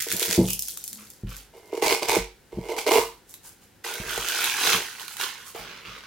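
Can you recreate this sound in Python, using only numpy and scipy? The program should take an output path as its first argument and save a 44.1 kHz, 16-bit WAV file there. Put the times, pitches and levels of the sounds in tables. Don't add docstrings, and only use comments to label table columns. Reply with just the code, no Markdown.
import sys
import numpy as np
from scipy import signal
from scipy.fft import rfft, irfft, next_fast_len
from scipy.io import wavfile
from scipy.ndimage import uniform_filter1d

SR = 44100
rng = np.random.default_rng(int(sys.argv[2]) if len(sys.argv) > 2 else 0)


def wav_out(sig):
    wavfile.write(sys.argv[1], SR, np.round(np.clip(np.atleast_2d(sig).T, -1, 1) * 32767).astype(np.int16))


N = 267334

STIR_ATTACK_S, STIR_FALL_DB_PER_S = 0.026, 225

# (frequency [Hz], spectral density [dB])
CRINKLE_COLOUR = [(880, -46), (1500, -34), (2100, -11), (2830, -9), (4080, -3.5), (6000, 5.5), (7840, 4.5),
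                  (13800, 7), (16000, -0.5)]
# (frequency [Hz], spectral density [dB])
LEATHER_COLOUR = [(400, -15), (900, 7.5), (1080, -2), (1350, -12), (1520, -5), (1780, -11.5), (2200, 3.5),
                  (2600, -3.5), (3000, -5.5), (3400, -7.5), (4800, -6.5), (8000, -10.5), (16000, -16.5)]

# (frequency [Hz], spectral density [dB])
TAPE_COLOUR = [(350, -12), (600, -44), (1050, -22), (1230, -5), (1550, 2.5), (2150, 2.5), (2720, 1.5),
               (5790, 2.5), (16000, -1.5)]
# (time [s], level [dB])
PEEL_LEVEL = [(0.0, -23.5), (0.06, -38), (0.12, -23), (0.16, -37.5), (0.225, -23.5), (0.275, -31),
              (0.32, -21), (0.37, -29), (0.39, -67)]
# (time [s], level [dB])
STRIP_LEVEL = [(0.38, -40.5), (0.51, -29), (0.58, -47), (0.69, -32), (0.77, -45), (0.87, -44),
               (1.12, -50.5), (1.22, -62)]
# (time [s], hold [s], level [dB])
STRIP_SETTLES = [(1.293, 0.098, -45), (1.56, 0.02, -56.5), (1.66, 0.01, -56)]
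# (time [s], hold [s], level [dB])
FLAP_STROKE = (0.479, 0.052, -34)


def tape():
    tearing = crackle(TAPE_COLOUR, rate=1100, spread_db=6, t60=.005)
    creases = crackle(CRINKLE_COLOUR, rate=650, spread_db=6, t60=.003)
    buckling = pops(rate=450, centre_hz=7000, spread_db=5, cycles=14)
    creases = unit(creases + amp(-4) * buckling)
    buzz_colour = [(2000, -30), (2550, 0), (3000, -1), (3500, -12), (6000, -25)]
    buzz = crackle(buzz_colour, rate=500, spread_db=4, t60=.004)
    settling = sum(stroke(*row, STIR_ATTACK_S, STIR_FALL_DB_PER_S) for row in STRIP_SETTLES)
    loose = level(STRIP_LEVEL) + settling
    flap = stroke(*FLAP_STROKE, attack_s=0.0052, fall_db_per_s=604)
    return amp(-2) * level(PEEL_LEVEL) * tearing + amp(-3.5) * loose * creases + amp(-4.5) * flap * buzz


# (frequency [Hz], spectral density [dB])
CRACK_COLOUR = [(400, -16), (1000, 12), (2000, 8.5), (4000, 18.5), (7000, -29.5), (14000, -12.5)]
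# (time [s], tick peak [dB], low crack peak [dB])
CREASE_SNAPS = [(0.021, -15, -41), (0.1247, -6, -43), (0.166, -12.5, -40), (0.196, -10.5, -35),
                (0.2279, -9.5, -20), (0.2586, -16, -30), (0.3106, -37, -27), (0.4853, -17, -33),
                (0.5037, -14, -35), (0.5321, -10, -47), (0.5922, -12.5, -51.5), (0.6227, -13.5, -60),
                (0.6837, -16.5, -39), (0.773, -18.5, -39.5), (0.84, -17.5, -54), (0.878, -17, -51),
                (0.93, -21.5, -46), (1.102, -29.5, -67), (1.366, -26, -57), (3.34, -26, -41.5),
                (3.9387, -20, -34), (4.286, -11.5, -24.5), (4.4083, -19, -27), (4.4426, -11.5, -21.5),
                (4.6734, -17, -18), (4.731, -30, -15.5), (4.762, -40, -25), (4.997, -29, -32),
                (5.0808, -23, -32.5), (5.1683, -23, -34), (5.2114, -22, -31)]
TICK_TRIM_DB, CRACK_TRIM_DB = 0.5, 8


def snaps():
    out = np.zeros((2, N))
    for s, tick_db, crack_db in CREASE_SNAPS:
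        tick = stereo(colour(burst(t60=.02), CRINKLE_COLOUR))
        crack = stereo(colour(burst(t60=.016), CRACK_COLOUR))
        add(out, s, amp(tick_db + TICK_TRIM_DB) * tick / np.abs(tick).max())
        add(out, s, amp(crack_db + CRACK_TRIM_DB) * crack / np.abs(crack).max())
    return out


# (time [s], hold [s], level [dB], swell over the hold [dB])
BOX_DRAGS = [(0.083, 0.35, -38, 13), (3.856, 0.58, -41.5, -1.5), (4.653, 0.15, -33.5, -4.5)]
# (time [s], hold [s], hollow body level [dB], rasp level [dB], swell over the hold [dB])
STRAP_TUGS = [(1.535, 0.046, -45.5, -59, 3.5), (1.624, 0.087, -52.5, -65, 11),
              (1.724, 0.054, -41.5, -43, 7), (1.822, 0.11, -27, -22.5, 3), (2.023, 0.0077, -25, -26, -4.5),
              (2.084, 0.075, -27, -22.5, 0.5), (2.519, 0.15, -42, -52, 11.5),
              (2.691, 0.024, -26.5, -40.5, 6), (2.767, 0.015, -32.5, -37.5, -5),
              (2.785, 0.008, -38, -28, -7), (2.866, 0.11, -18, -25, 4.5)]
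TUG_ATTACK_S, TUG_FALL_DB_PER_S, RASP_FALL_DB_PER_S = 0.006, 306, 278
STRAP_PATCHY_DB = 1.2


def creak():
    catches = ticks(rate=350, spread_db=4)
    catches = colour(catches, [(500, 5.5), (1000, -0.5), (2000, -9.5), (4000, -8)])
    body = steady(hollow(catches, vary_db=1.57), size=900)
    grain = crackle(LEATHER_COLOUR, rate=600, spread_db=4, t60=.009)
    drag = 0
    for s, hold_s, db, swell_db in BOX_DRAGS:
        drag = drag + stroke(s, hold_s, db, TUG_ATTACK_S, TUG_FALL_DB_PER_S, swell_db)
    rasp = 0
    for s, hold_s, body_db, rasp_db, swell_db in STRAP_TUGS:
        drag = drag + stroke(s, hold_s, body_db, TUG_ATTACK_S, TUG_FALL_DB_PER_S, swell_db)
        rasp = rasp + stroke(s, hold_s, rasp_db, TUG_ATTACK_S, RASP_FALL_DB_PER_S, swell_db)
    return amp(-3) * drag * body + amp(-1.5) * rasp * shifting(grain, STRAP_PATCHY_DB)


# (time [s], body peak [dB], crack peak [dB])
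BOX_KNOCKS = [(0.067, -24.5, -59), (0.218, -20, -46), (1.729, -16, -57), (1.744, -18, -41),
              (1.777, -18.5, -35), (1.824, -10.5, -23), (1.852, -19, -23), (1.87, -16, -13),
              (1.92, -11, -14), (2.022, -32, -33), (2.085, -30, -17), (2.094, -16, -12.5),
              (2.135, -16.5, -20), (2.166, -6.5, -44), (2.528, -26.5, -65), (2.686, -34, -28),
              (2.763, -23, -36), (2.785, -30, -18), (2.867, -19, -40), (2.88, -17, -16), (2.918, -14, -9),
              (2.96, -8.5, -21), (2.984, -10, -17.5), (3.019, -28, -41), (3.847, -31.5, -33),
              (4.177, -20, -19.5), (5.548, -28.5, -34)]


def knocks():
    out, t = np.zeros((2, N)), np.arange(8192) / SR
    for s, body_db, crack_db in BOX_KNOCKS:
        contact_s = .0001 * np.clip(amp((body_db - crack_db + 8) / 2), .4, 5)
        ring = hollow(t * np.exp(-t / contact_s), vary_db=2.5)
        crack = stereo(colour(burst(t60=.022), LEATHER_COLOUR))
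        add(out, s, amp(body_db - 3.5) * ring / np.abs(ring).max())
        add(out, s, amp(crack_db + 1.5) * crack / np.abs(crack).max())
    return out


# (frequency [Hz], bandwidth [Hz], level [dB])
BOX_MODES = [(366, 5.2, -0.5), (424.4, 84, 0), (458.5, 8.4, 10), (483, 10, -9), (626, 92, -5),
             (791, 52, -8), (895, 12.3, -1), (951, 18, 0), (975, 14, -17), (1340, 17, -59),
             (1526, 15, -33.5), (2107, 35, 5.5), (2853, 133, -5.5)]


def hollow(force, vary_db, low_hz=310):
    gains = vary_db * rng.standard_normal(len(BOX_MODES))

    def modes(f):
        total = 0
        for (centre, width, db), gain_db in zip(BOX_MODES, gains):
            damping = 1j * f * width
            total = total + amp(db + gain_db) * damping / (centre * centre - f * f + damping)
        return total
    no_bass = signal.butter(6, low_hz, "high", fs=SR, output="sos")
    return signal.sosfilt(no_bass, filtered(force, modes))


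# (time [s], hold [s], level [dB])
STUD_STROKE = (2.925, 0.068, -27.5)
# (frequency [Hz], spectral density [dB])
STUD_COLOUR = [(700, -29.5), (950, -3), (1040, -4.5), (1100, -9), (1170, -10), (1300, -21), (2500, -25)]


def stud():
    ring = crackle(STUD_COLOUR, rate=500, spread_db=3, t60=.008)
    return stroke(*STUD_STROKE, attack_s=.04, fall_db_per_s=188) * ring


# (frequency [Hz], spectral density [dB])
CRUMPLE_COLOUR = [(100, -54), (250, -12), (450, -7.5), (600, -23), (800, -3), (1080, -2.5), (1250, -17.5),
                  (1480, 5.5), (1800, -12), (2200, -4), (3100, -0.5), (4500, -5), (6500, -5), (10000, -32)]
# (frequency [Hz], spectral density [dB])
FIZZ_COLOUR = [(2500, -13), (4500, -3), (6500, 2.5), (10000, 2.5), (16000, -1.5)]
# (time [s], effort [dB])
WRAP_EFFORT = [(3.833, -86), (3.843, -33.5), (4.05, -41.5), (4.1, -32), (4.23, -34), (4.3, -30.5),
               (4.45, -27), (4.56, -31), (4.67, -22.5), (4.75, -24), (4.8, -35), (4.95, -44.5), (5.15, -58)]
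# (time [s], hold [s], crumple level [dB], fizz level [dB])
WRAP_STIRS = [(3.297, 0.01, -72, -47.5), (3.449, 0.025, -55.5, -45.5), (3.624, 0.008, -62, -58.5),
              (5.007, 0.012, -44, -44.5), (5.104, 0.032, -49, -45), (5.202, 0.034, -29.5, -34),
              (5.284, 0.14, -47, -55), (5.467, 0.02, -50.5, -44)]
MEDIUM_EFFORT_DB = -34
FIZZ_DB, FIZZ_GROWS = -4, 0.98
WRAP_PATCHY_DB = 2.2


def wrap():
    crumple = crackle(CRUMPLE_COLOUR, rate=1500, spread_db=4, t60=.005)
    popping = pops(rate=700, centre_hz=2100, spread_db=5, cycles=14)
    crumple = unit(crumple + amp(-1) * popping)
    fizz = crackle(FIZZ_COLOUR, rate=1400, spread_db=5, t60=.003)
    pockets = level(WRAP_EFFORT)
    film = amp(MEDIUM_EFFORT_DB + FIZZ_DB) * (pockets / amp(MEDIUM_EFFORT_DB)) ** FIZZ_GROWS
    for s, hold_s, crumple_db, fizz_db in WRAP_STIRS:
        stir = stroke(s, hold_s, 0, STIR_ATTACK_S, STIR_FALL_DB_PER_S)
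        pockets = pockets + amp(crumple_db) * stir
        film = film + amp(fizz_db) * stir
    return pockets * shifting(crumple, WRAP_PATCHY_DB) + film * fizz


# (frequency [Hz], spectral density [dB])
CLOTH_COLOUR = [(88, -22), (150, -4.5), (186, -6.5), (259, -10.5), (457, -3), (716, -15.5), (1100, -2),
                (1480, -1.5), (1830, -6.5), (2220, -1.5), (5790, -13), (7920, -22), (13700, -26),
                (16000, -25)]
# (time [s], hold [s], level [dB])
FINGER_BRUSHES = [(0.985, 0.027, -48), (1.272, 0.014, -46.5), (1.313, 0.014, -44.5), (5.549, 0.18, -39),
                  (5.761, 0.091, -48.5), (5.852, 0.13, -40.5), (6.036, 0.03, -47.5)]
# (time [s], hold [s], level [dB])
RIM_STROKE = (5.551, 0.037, -41)
BRUSH_ATTACK_S, BRUSH_FALL_DB_PER_S = 0.0079, 165
CLOTH_PATCHY_DB = 1.8


def fingers():
    cloth = crackle(CLOTH_COLOUR, rate=3000, spread_db=4, t60=.004)
    card_colour = [(250, -30), (400, -16), (600, -1), (850, -1), (1200, -26), (3000, -21.5)]
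    card = crackle(card_colour, rate=700, spread_db=3, t60=.016)
    brush = sum(stroke(*row, BRUSH_ATTACK_S, BRUSH_FALL_DB_PER_S) for row in FINGER_BRUSHES)
    scuff = stroke(*RIM_STROKE, attack_s=0.0054, fall_db_per_s=165)
    return amp(-3.5) * brush * shifting(cloth, CLOTH_PATCHY_DB) + scuff * card


# (frequency [Hz], level [dB], undamped t60 [s])
TABLE_MODES = [(48.1, -7, 0.64), (112, 0.5, 0.31), (139.3, -6, 0.32), (186.1, 6.5, 0.28), (245.4, 6, 0.14),
               (314.5, 0, 0.12), (335.6, 5.5, 0.19), (419, -11, 0.32), (500, -12, 0.31), (610, -7.5, 0.1),
               (780, -12, 0.16), (850, -15.5, 0.41)]
# (time [s], level [dB], contact cut-off [Hz],
# share of ring time left by the holding hand [0-1, at least 0.1 is used])
TABLE_BUMPS = [(0.133, -26.5, 420, 0.42), (0.282, -28.5, 420, .6), (0.379, -7.5, 483, 1),
               (0.393, -7.5, 490, 0.34), (1.235, -10, 101, 0.27), (1.26, -17, 70, 0.78),
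               (2.172, -22.5, 330, .48), (2.195, -12.5, 45, 0.48), (2.531, -24, 49.5, .9),
               (2.573, -18.5, 297, 0.42), (2.587, -9, 300, 0.09), (2.977, -27, 55, .96),
               (4.0, -15, 125, 0.16), (4.05, -28, 65, 1), (4.178, -23, 81, 0.4), (4.662, -37, 240, 0.8),
               (4.737, -27.5, 223, 0.63), (5.593, -31, 80, 0.55), (5.871, -35, 100, .96)]
# (time [s], hold [s], level [dB])
SLIDE_STROKE = (0.925, 0.099, -51.5)


def table():
    out, t = np.zeros(N), np.arange(SR) / SR
    rattle_colour = [(40, -18), (150, 11), (400, 10.0), (900, 8), (1400, -84.5)]
    for s, db, contact_hz, free in TABLE_BUMPS:
        def reach(hz):
            softness = 1 / np.hypot(1, (hz / contact_hz) ** 2)
            return softness * hz / np.hypot(hz, contact_hz / 4)
        age = t / np.clip(free, .1, 1)
        ring = 0
        for hz, mode_db, t60 in TABLE_MODES:
            ring = ring + amp(mode_db - 60 * age / t60) * reach(hz) * np.sin(2 * np.pi * hz * t)
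        rattle = filtered(unit(colour(rng.standard_normal(SR), rattle_colour)), reach)
        jostle = amp(-9.5 - 60 * age / .3) * rattle
        onset = 1 - np.exp(-t / 0.0037)
        add(out, s, amp(db - 6.0) * (ring + jostle) * onset)
    groan_colour = [(150, -53), (200, -8.0), (217, 7.0), (235, -13.0), (320, -41.5)]
    groan = steady(colour(rng.standard_normal(N), groan_colour))
    bumps = signal.sosfilt(signal.butter(2, 32, "high", fs=SR, output="sos"), out)
    return bumps + stroke(*SLIDE_STROKE, attack_s=.03, fall_db_per_s=250) * groan


# (frequency [Hz], t60 [s])
ROOM_T60 = [(150, 0.16), (1000, 0.29), (4000, 0.33), (15000, 0.14)]


def room(x, size=16384):
    out = np.zeros((2, N))
    for start in range(0, N, size):
        hz, t, z = signal.stft(rng.standard_normal((2, size)), SR, nperseg=256)
        decay = amp(-60 * t / along(ROOM_T60, hz)[:, None])
        tail = stereo(signal.istft(z * decay, SR, nperseg=256)[1])
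        tail = tail / np.linalg.norm(tail[0])
        answer = signal.fftconvolve(x[:, start:start + size], tail, axes=1)
        add(out, start / SR + .005, answer)
    return colour(out, [(100, -1.0), (450, -7), (1000, -0.5), (12000, 6.5)])


# (frequency [Hz], spectral density [dB])
AIR_COLOUR = [(15, -35), (25, -8.5), (102, -2.5), (545, -8), (641, -18), (695, -12.5), (796, -10.5),
              (1160, -19), (1400, -13.5), (1890, -14.5), (2410, -18), (14000, -24.5), (16000, -26)]


def air():
    return unit(stereo(colour(rng.standard_normal((2, N)), AIR_COLOUR)))


def crackle(spectrum, rate, spread_db, t60):
    fade = amp(-120 / (abs(t60) * SR))
    energy = signal.lfilter([1], [1, -fade], ticks(rate, spread_db) ** 2)
    grain = np.sqrt(energy) * rng.standard_normal((2, N))
    return steady(stereo(colour(grain, spectrum)))


def pops(rate, centre_hz, spread_db, cycles):
    count = int(rate * N / SR)
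    starts = rng.integers(0, N, count)
    pitch, size, side = np.clip(rng.standard_normal((count, 3)), -2, 2).T[:, :, None]
    n = np.arange(200)
    turns = centre_hz * 2 ** (.6 * pitch) * n / SR
    rings = amp(spread_db * size - 60 * turns / cycles) * np.sin(2 * np.pi * turns)
    where = (starts[:, None] + n).ravel()
    pair = []
    for lean_db in (-3, 3):
        pair.append(np.bincount(where, (rings * amp(lean_db * side)).ravel(), N)[:N])
    no_bass = signal.butter(2, centre_hz * .45, "high", fs=SR, output="sos")
    return steady(signal.sosfilt(no_bass, np.array(pair)))


def ticks(rate, spread_db):
    sizes_db = spread_db * np.clip(rng.standard_normal(N), -2.3, 2.3)
    return (rng.random(N) < rate / SR) * amp(sizes_db)


def burst(t60):
    t = np.arange(2048) / SR
    return rng.standard_normal((2, len(t))) * amp(-60 * t / t60)


def stroke(s, hold_s, db, attack_s, fall_db_per_s, swell_db=0):
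    age = np.arange(N) / SR - s
    hold_s = abs(hold_s) + 1e-4
    rise_db = 20 * np.minimum(age, 0) / abs(attack_s)
    held_db = swell_db * (np.clip(age / hold_s, 0, 1) - .5)
    fall_db = abs(fall_db_per_s) * np.maximum(age - hold_s, 0)
    return amp(np.maximum(db + rise_db + held_db - fall_db, -150))


def shifting(x, patchy_db):
    z = signal.stft(x, nperseg=1024)[2]
    field = rng.standard_normal(z.shape[1:])
    for _ in range(2):
        field = uniform_filter1d(uniform_filter1d(field, size=4, axis=0), size=4, axis=1)
    return steady(signal.istft(z * amp(patchy_db * unit(field)), nperseg=1024)[1][:, :N])


def steady(x, size=1400):
    power = uniform_filter1d(np.mean(np.atleast_2d(x) ** 2, axis=0), size)
    return x / np.sqrt(np.abs(power) + 1e-3 * np.mean(power))


# (frequency [Hz], left-right likeness [0-1])
CHANNEL_LIKENESS = [(200, 0.83), (640, 0.6), (1400, 0.71), (3100, 0.71), (7000, 0.22), (15000, 0.073)]


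def stereo(pair):
    def mid_side(hz):
        turn = np.arccos(np.clip(along(CHANNEL_LIKENESS, hz), -1, 1)) / 2
        return np.array([np.cos(turn), np.sin(turn)])
    mid, side = filtered(pair, mid_side)
    return np.array([mid + side, mid - side])


def colour(x, spectrum):
    def response(hz):
        cepstrum = irfft(np.log(amp(along(spectrum, hz))))
        half = len(cepstrum) // 2
        return np.exp(rfft(np.r_[cepstrum[0], 2 * cepstrum[1:half], np.zeros(half)]))
    return filtered(x, response)


def filtered(x, response):
    n = x.shape[-1]
    m = 2 * next_fast_len(n // 2 + 4096)
    return irfft(rfft(x, m) * response(np.fft.rfftfreq(m, 1 / SR)), m)[..., :n]


def along(points, hz):
    f, v = np.transpose(points)
    return np.interp(np.log(hz + 1), np.log(f + 1), v)


def level(curve):
    return amp(np.interp(np.arange(N) / SR, *np.transpose(curve), left=-150, right=-150))


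def amp(db):
    return 10 ** (np.asarray(db) / 20)


def unit(x):
    return x / np.sqrt(np.mean(x ** 2) + 1e-20)


def add(track, s, sound):
    start = max(0, round(s * SR))
    part = sound[..., :N - start]
    track[..., start:start + part.shape[-1]] += part


# (time [s], left minus right level [dB])
HAND_PLACE = [(0, -2), (0.9, 0), (1.8, -2.7), (2.95, -2.9), (3.4, -0.5), (3.9, -3.2), (4.7, -2.4),
              (5.2, -5), (5.6, -2.5)]
ROOM_DB, AIR_DB = -9, -57.5


def scene():
    pan_db = np.interp(np.arange(N) / SR, *np.transpose(HAND_PLACE))
    handling = tape() + snaps() + creak() + stud() + knocks() + wrap() + fingers()
    handling = handling * amp([pan_db / 2, -pan_db / 2])
    return handling + amp(ROOM_DB) * room(handling) + table() + amp(AIR_DB) * air()


TOP_HZ = 16050


def record(dry):
    return filtered(dry, lambda hz: hz < TOP_HZ)


dry = scene()
out = record(dry)
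wav_out(out)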